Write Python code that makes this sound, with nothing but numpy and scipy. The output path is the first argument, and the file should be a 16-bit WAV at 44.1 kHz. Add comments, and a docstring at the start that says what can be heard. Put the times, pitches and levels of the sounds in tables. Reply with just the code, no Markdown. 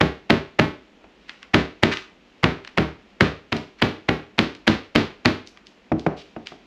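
"""Blows of a wooden mallet on a steak, on a plastic board on a kitchen table, close to the microphone.
Each blow is a filtered-noise slap of meat, the board's crack a few ms later and a thud of damped table modes.
Thick meat cushions the head (more slap, a duller and weaker crack); the place struck sets how deep the thud is.
Between blows a fork ticks and scrapes in a plastic meat tray (stick-slip clicks); at the end the mallet
is put down on the board. Noise decaying band by band is the kitchen's reverberation, over a quiet hush."""
import sys
import numpy as np
from scipy import signal
from scipy.fft import rfft, irfft
from scipy.io import wavfile
from scipy.ndimage import uniform_filter1d, minimum_filter1d

SR = 44100
rng = np.random.default_rng(int(sys.argv[2]) if len(sys.argv) > 2 else 0)


def store_wav(level_fs):
    """Save 16-bit WAV to argv[1]."""
    pcm = np.round(np.clip(np.atleast_2d(level_fs), -1, 1) * 32767)
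    wavfile.write(sys.argv[1], SR, pcm.T.astype(np.int16))


N = 294058


def amp(db):
    """Level to amplitude: 20 dB is a factor of ten."""
    return 10 ** (np.asarray(db) / 20)


def unit(x):
    """Normalization by the root mean square, to rms 1."""
    return x / np.sqrt(np.mean(x ** 2) + 1e-20)


def read(points, hz):
    """Linear interpolation of a table on a log-frequency axis."""
    f, value = np.transpose(points)
    return np.interp(np.log(hz + 1), np.log(f + 1), value)


def bell(hz, centre_hz, octaves):
    """A Gaussian resonance on the log-frequency axis, height 1."""
    return np.exp(-(np.log2((hz + 1) / centre_hz) / octaves) ** 2)


def hump(hz, centre_hz, order=2):
    """A broad resonance, in dB: the response falls with detuning on both sides of its centre."""
    ratio = (hz + 1) / centre_hz
    return -10 * order * np.log10(1 + 0.8 * (ratio - 1 / ratio) ** 2)


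def coloured(x, curve_db, size=4096):
    """Minimum-phase filtering by curve_db(Hz): causality lets nothing sound before the attack."""
    hz = abs(np.fft.fftfreq(size, 1 / SR))
    log_gain = np.log(amp(np.maximum(curve_db(hz), -100)))
    # the Hilbert transform of the log gain gives the minimum phase
    response = np.exp(np.conj(signal.hilbert(log_gain)))
    taps = np.fft.ifft(response).real
    return signal.fftconvolve(x, taps[:size // 2] * np.hanning(size)[size // 2:])


def add(mix, s, sound, room_db):
    """Superposition at time s: row 0 is the direct path, row 1 goes into the room."""
    start = round(s * SR)
    sound = sound * amp([[0], [room_db]])
    sound = sound[:, max(-start, 0):]
    part = mix[:, max(start, 0):][:, :sound.shape[1]]
    part += sound[:, :part.shape[1]]


def hush():
    """Stationary noise shaped in frequency: the steady background of the kitchen."""
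    # background spectrum: f/Hz, relative spectral level/dB
    hush_spectrum = [(20, 3.5), (55, 1), (110, -18), (190, 2.5), (330, -0.5), (700, -7.5), (1300, -12.5),
                     (2700, -12), (5000, -25.5), (7000, -30.5), (9000, -47), (13000, -48), (16000, -69)]
    level_db = -54  # rms
    hz = np.fft.rfftfreq(N, 1 / SR)
    spectrum = rfft(rng.standard_normal(N)) * amp(read(hush_spectrum, hz))
    return amp(level_db) * unit(irfft(spectrum, N))


def kitchen(x, first_s=0.0036, build_s=0.0016, clump_db=1.5, dense_db=4, dense_s=0.13):
    """Reverberation: reflections from cupboards and ceiling arrive in clumps, each band dying at its own speed."""
    # decay before the dense_db gain is applied: f/Hz, t60/s
    decay_times = [(60, 0.36), (170, 0.16), (380, 0.36), (800, 0.31), (2000, 0.35), (5000, 0.34),
                   (12000, 0.29)]
    # spectrum of the reflections: f/Hz, relative level/dB
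    reflection_colour = [(40, 4), (100, 0), (250, 3), (500, -2), (1000, -2), (2000, -8.5), (4500, -7),
                         (7500, -4), (9000, -9.5), (11500, 7), (15000, -15)]
    age = np.arange(SR) / SR
    clumps = amp(clump_db * unit(uniform_filter1d(rng.standard_normal(SR), size=100)))
    hz, t, z = signal.stft(rng.standard_normal(SR), SR, nperseg=512)
    phases = z / abs(z)
    decay = np.exp(-np.log(1000) * t / read(decay_times, hz)[:, None])
    tail = signal.istft(phases * decay, SR, nperseg=512)[1][:SR] * clumps
    tail *= np.clip((age - first_s) / build_s, 0, 1)
    # the tail stays dense for about 130 ms, then drops
    tail *= amp(dense_db * age / dense_s * np.exp(1 - age / dense_s))
    tail = coloured(tail / np.linalg.norm(tail), lambda hz: read(reflection_colour, hz))
    return signal.oaconvolve(x, tail)[:N]


def plastic(hz, centre_hz):
    """The broad resonance of thin plastic, in dB, with a steep low-pass fall above 5800 Hz."""
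    return hump(hz, centre_hz) - 10 * np.log10(1 + (hz / 5800) ** 8)


def slips(per_s, grain_db):
    """Stick-slip friction as a random train of tiny clicks of scattered size."""
    sizes = rng.standard_normal(N) * amp(grain_db * np.minimum(rng.exponential(1, N), 4))
    return sizes * (rng.random(N) < per_s / SR)


def handling(level_db=-67, centre_hz=2600, swell_db=3):
    """Friction noise under slow amplitude modulation: a faint rustle of sleeves and wrapping."""
    drift = uniform_filter1d(rng.standard_normal(N), size=6000, mode="wrap")
    swell = unit(uniform_filter1d(drift, size=2000))
    rustle = coloured(slips(per_s=5000, grain_db=-1.0), lambda hz: plastic(hz, centre_hz))[:N]
    return amp(level_db) * unit(rustle * amp(swell_db * swell))


def scrape(length_s, centre_hz):
    """Stick-slip excitation of a resonance: a short grainy stroke over thin plastic, rms 1."""
    count = int(length_s * SR)
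    stroke = slips(per_s=8700, grain_db=2)[:count] * signal.windows.tukey(count, .5)
    return unit(coloured(stroke, lambda hz: plastic(hz, centre_hz))[:count])


def contact(curve_db, fade_s, rise_s=.0001, size=1024, uneven_db=3):
    """Impact excitation, with the energy of rms 1 over 5 ms.

    Row 0 is the ragged burst heard directly, row 1 the smooth pulse that all directions sum to."""
    t = np.arange(size) / SR
    fade = np.exp(-t / fade_s) * (1 - np.exp(-t / rise_s)) ** 2 * np.hanning(2 * size)[size:]
    burst = rng.standard_normal(size) * fade
    # flatten the spectrum but keep the burst's phases
    burst = irfft(np.exp(1j * np.angle(rfft(burst)))) * np.sqrt(fade)
    # each contact beams other short resonances towards the microphone
    grid_hz = np.geomspace(600, 7000, 28)
    lobes = np.transpose([grid_hz, uneven_db * rng.standard_normal(len(grid_hz))])
    ragged = coloured(burst, lambda hz: curve_db(hz) + read(lobes, hz))
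    smooth = coloured(signal.unit_impulse(size), curve_db)
    pair = np.array([ragged, smooth])
    return pair / np.linalg.norm(pair, axis=1, keepdims=True) * np.sqrt(.005 * SR)


def tray(room_db=-3, scrape_room_db=0):
    """Impact and stick-slip in thin plastic: the fork slides and catches with a tick, or only scrapes."""
    # catches of the fork: t/s, level/dB, centre f/Hz
    fork_ticks = [(1.294, -30, 1990), (1.429, -37, 1850), (1.971, -26, 2250), (2.6482, -36.5, 2020),
                  (2.675, -34.5, 2000), (3.5663, -31, 3430), (4.550, -41, 2880), (5.473, -40.5, 4860),
                  (5.573, -44, 1860), (5.669, -43, 3780), (5.9946, -39.5, 3790), (6.4706, -29.5, 2660)]
    # separate short scrapes in the plastic tray, without a tick: t/s, length/s, level/dB, centre f/Hz
    lone_scrapes = [(1.911, 0.035, -26, 1970), (3.782, 0.031, -47.5, 1950), (6.16, 0.073, -48, 3040)]
    # the slide around each tick; its level is relative to the tick
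    slide_lead_s, slide_s, slide_db = 0.017, 0.046, -17.5
    out = np.zeros((2, N))
    for s, level_db, centre_hz in fork_ticks:
        tick = contact(lambda hz: plastic(hz, centre_hz), fade_s=.002)
        add(out, s, amp(level_db) * tick, room_db)
        slide = amp(level_db + slide_db) * scrape(slide_s, centre_hz)
        add(out, s - slide_lead_s, slide, scrape_room_db)
    for s, length_s, level_db, centre_hz in lone_scrapes:
        add(out, s, amp(level_db) * scrape(length_s, centre_hz), scrape_room_db)
    return out


def thud(place, weight_db, push_s=0.017, scatter_db=-0.5, detune=0.017):
    """Modal superposition: the place struck sets the mix of damped table modes, swelling over push_s.

    The energy is that of rms 1 over 50 ms; weight_db favours the bass, in dB per octave."""
    # board and table modes: nominal f/Hz, level at place 0/dB, level at place 1/dB (before weighting), t60/s
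    table_modes = [(70.8, -15.5, -21.5, 0.21), (95.8, -11.5, -8, 0.17), (119, -1.5, -6, 0.13),
                   (140, -0.5, -9.5, 0.091), (155.7, -2, -10, 0.21), (186.5, -1, -8.5, 0.18),
                   (202.6, -12, -5.5, 0.16), (226.8, 3, 4, 0.11), (257.8, -7, -13.5, 0.22),
                   (292.4, -8, -13, 0.24), (315.7, 1, -1, 0.14), (367.3, -2.5, -9.5, 0.19),
                   (403.2, -1, -17.5, 0.24), (469.3, -11.5, -21, 0.19), (597.5, 2.5, -8.5, 0.11),
                   (658, -5.5, -21.5, 0.21)]
    t = np.arange(SR // 2) / SR
    hz, near_db, far_db, t60 = np.transpose(table_modes)[:, :, None]
    size, shift, phase = rng.standard_normal((3, len(hz), 1))
    level_db = near_db + np.clip(place, 0, 1) * (far_db - near_db)
    level_db = level_db - weight_db * np.log2(hz) + scatter_db * size
    fade = np.exp(-np.log(1000) * t / t60)
    waves = np.sin(2 * np.pi * (hz * (1 + detune * shift) * t + phase))
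    ring = (amp(level_db) * fade * waves).sum(0)
    ring *= 1 - np.exp(-t / push_s)
    return ring / np.linalg.norm(ring) * np.sqrt(.05 * SR)


def knocks(room_db=-4, thud_room_db=-8, head_hz=720, head_db=6):
    """Contact stiffness: softer knocks lose treble; the wooden head gives a hollow note over the table's modes."""
    # dull knocks of wood and hand on the board: t/s, force level/dB, place (0-1), hardness as corner f/Hz
    board_knocks = [(1.041, -43, 0.9, 1410), (5.9174, -15.5, 0.9, 750), (6.064, -12.5, 0, 1090),
                    (6.3635, -29, 1, 1000), (6.519, -35, 0.4, 1310)]
    # wood on the bare board: f/Hz, relative spectral level/dB
    wood_spectrum = [(100, -13), (350, 7.5), (1000, 0), (2400, 0), (3500, -9), (6000, -10.5), (9000, -34),
                     (16000, -28)]
    # thud against contact at 1 kHz hardness (dB), and its change per octave of hardness (dB)
    base_thud_db, hard_thud_db = -9.5, -11.5
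    # bass weight at force 0 dB (dB per octave), and its change per dB of force
    base_weight_db, weight_per_db = 3.5, 0.14
    out = np.zeros((2, N))
    for s, force_db, place, hard_hz in board_knocks:
        def soft(hz):
            treble_loss_db = 10 * np.log10(1 + (hz / hard_hz) ** 3)
            return read(wood_spectrum, hz) - treble_loss_db + head_db * bell(hz, head_hz, 0.18)

        thud_db = force_db + base_thud_db + hard_thud_db * np.log2(hard_hz / 1000)
        weight_db = base_weight_db + weight_per_db * force_db
        add(out, s, amp(force_db) * contact(soft, fade_s=0.0083), room_db)
        add(out, s, amp(thud_db) * thud(place, weight_db, push_s=0.0038), thud_room_db)
    return out


def mallet(thud_room_db=-8, room_db=-0.8, ring_db=1.5, ring_octaves=0.37, onset_db=-29, onset_lead_s=0.006):
    """Cushioned impact: slap, crack and thud, set by force, cushion and place."""
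    # blows: t/s, force level/dB, cushion of meat under the head (0-1), time to squash it/s,
    # place on the steak (0-1)
    blow_list = [(.0085, -.5, 0.66, .0036, 0.34), (0.2994, 1, 0.6, 0.0046, 0.37),
                 (0.5907, 0, 0.83, 0.0046, 0.36), (1.5391, 1.5, 0.23, 0.0039, 0.5),
                 (1.8292, -.5, 0.25, 0.0045, 0.64), (2.433, -0.5, 0.54, 0.0078, 0.01),
                 (2.7756, -2, 0.79, 0.0064, .05), (3.2066, 1, 0.18, 0.0016, 0.1),
                 (3.5224, -7.5, 0.78, 0.0041, 0.8), (3.8193, -1, 0.62, 0.0035, 0.87),
                 (4.087, -3.5, 0.8, .0036, 0.23), (4.3832, -1.5, .35, 0.0066, 1),
                 (4.6723, .5, 0.27, .005, 0.99), (4.953, .5, 0.37, 0.0058, 1),
                 (5.2522, -0.5, 0.44, .0046, 0.99)]
    # wet slap of the meat: f/Hz, relative spectral level/dB
    slap_spectrum = [(150, -12.5), (400, 6.5), (800, 14), (1400, 2.5), (2200, 8.5), (3200, -4), (4500, -13),
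                     (6500, -23.5), (8500, -37), (12000, -38), (16000, -76)]
    # crack of the board: f/Hz, relative spectral level/dB
    crack_spectrum = [(150, -0.5), (400, 13), (750, 7.5), (1000, 6), (2000, 6), (3200, -1), (4300, -7.5),
                      (6500, -25.5), (8700, -41.5), (11500, -54.5), (16000, -98)]
    # levels at force 0 dB with half a cushion
    base_slap_db, base_crack_db, base_thud_db = -17.5, -8.5, -17
    # a full cushion against none: more slap, less crack
    cushion_slap_db, cushion_crack_db = 12, -3.5
    # from place 0 to place 1 the thud loses bass weight (dB per octave) and the contacts ring higher
    deep_weight_db, shallow_weight_db = 5.5, -0.35
    deep_ring_hz, shallow_ring_hz = 1470, 4400
    # treble tilt of a bare blow at place 0, its change with a full cushion and at place 1 (dB per octave)
    bare_tilt_db, cushion_tilt_db, place_tilt_db = 3, -1.5, 1.34
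    out = np.zeros((2, N))
    for s, force_db, cushion, squash_s, place in blow_list:
        place = np.clip(place, 0, 1)
        slap_db = force_db + base_slap_db + cushion_slap_db * (cushion - .5)
        crack_db = force_db + base_crack_db + cushion_crack_db * (cushion - .5)
        tilt_db = bare_tilt_db + cushion_tilt_db * cushion + place_tilt_db * place
        weight_db = shallow_weight_db + (deep_weight_db - shallow_weight_db) * (1 - place) ** 2
        ring_hz = deep_ring_hz * (shallow_ring_hz / deep_ring_hz) ** (place ** 2)

        def colour(hz):
            octaves = np.log2(np.clip(hz, 700, 6000) / 2000)
            return tilt_db * octaves + ring_db * bell(hz, ring_hz, ring_octaves)

        def meat(hz):
            return read(slap_spectrum, hz) + colour(hz)

        def board(hz):
            return read(crack_spectrum, hz) + colour(hz)

        # faint noise rises just ahead of the slap
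        onset = amp(force_db + onset_db) * contact(meat, fade_s=0.0084, rise_s=0.0021)
        slap = amp(slap_db) * contact(meat, fade_s=0.0021, rise_s=0.00011)
        crack = amp(crack_db) * contact(board, fade_s=0.003)
        add(out, s - onset_lead_s, onset, room_db)
        add(out, s, slap, room_db)
        add(out, s + squash_s, crack, room_db)
        add(out, s, amp(force_db + base_thud_db) * thud(place, weight_db), thud_room_db)
    return out


def scene(count=5, step_s=.3):
    """Direct sound plus reverberation, whose reflection pattern drifts as arms and mallet move."""
    direct, spread = mallet() + knocks() + tray() + handling()
    stance = np.arange(N) / SR / step_s
    room = 0
    # equal-power crossfades lead through the patterns in a cycle, one every step_s
    for k in range(count):
        share = np.maximum(1 - abs((stance + k) % count - 1), 0)
        room = room + kitchen(spread * np.sqrt(share))
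    return (direct + room + hush())[None]


def record(dry, low_hz=40, ceiling=1.06, size=60, edge_hz=16200):
    """Band limiting and compression: deep bass is dropped, a fast limiter holds the cracks, whose tips may clip."""
    x = signal.sosfilt(signal.butter(3, low_hz, "highpass", fs=SR, output="sos"), dry)
    gain = minimum_filter1d(1 / np.maximum(abs(x) / ceiling, 1), size)
    held = np.clip(x * uniform_filter1d(gain, size), -.96, .96)
    low_pass = signal.firwin(511, edge_hz, window=("kaiser", 9), fs=SR)
    return signal.oaconvolve(held, low_pass[None], "same")


dry = scene()
out = record(dry)
store_wav(out)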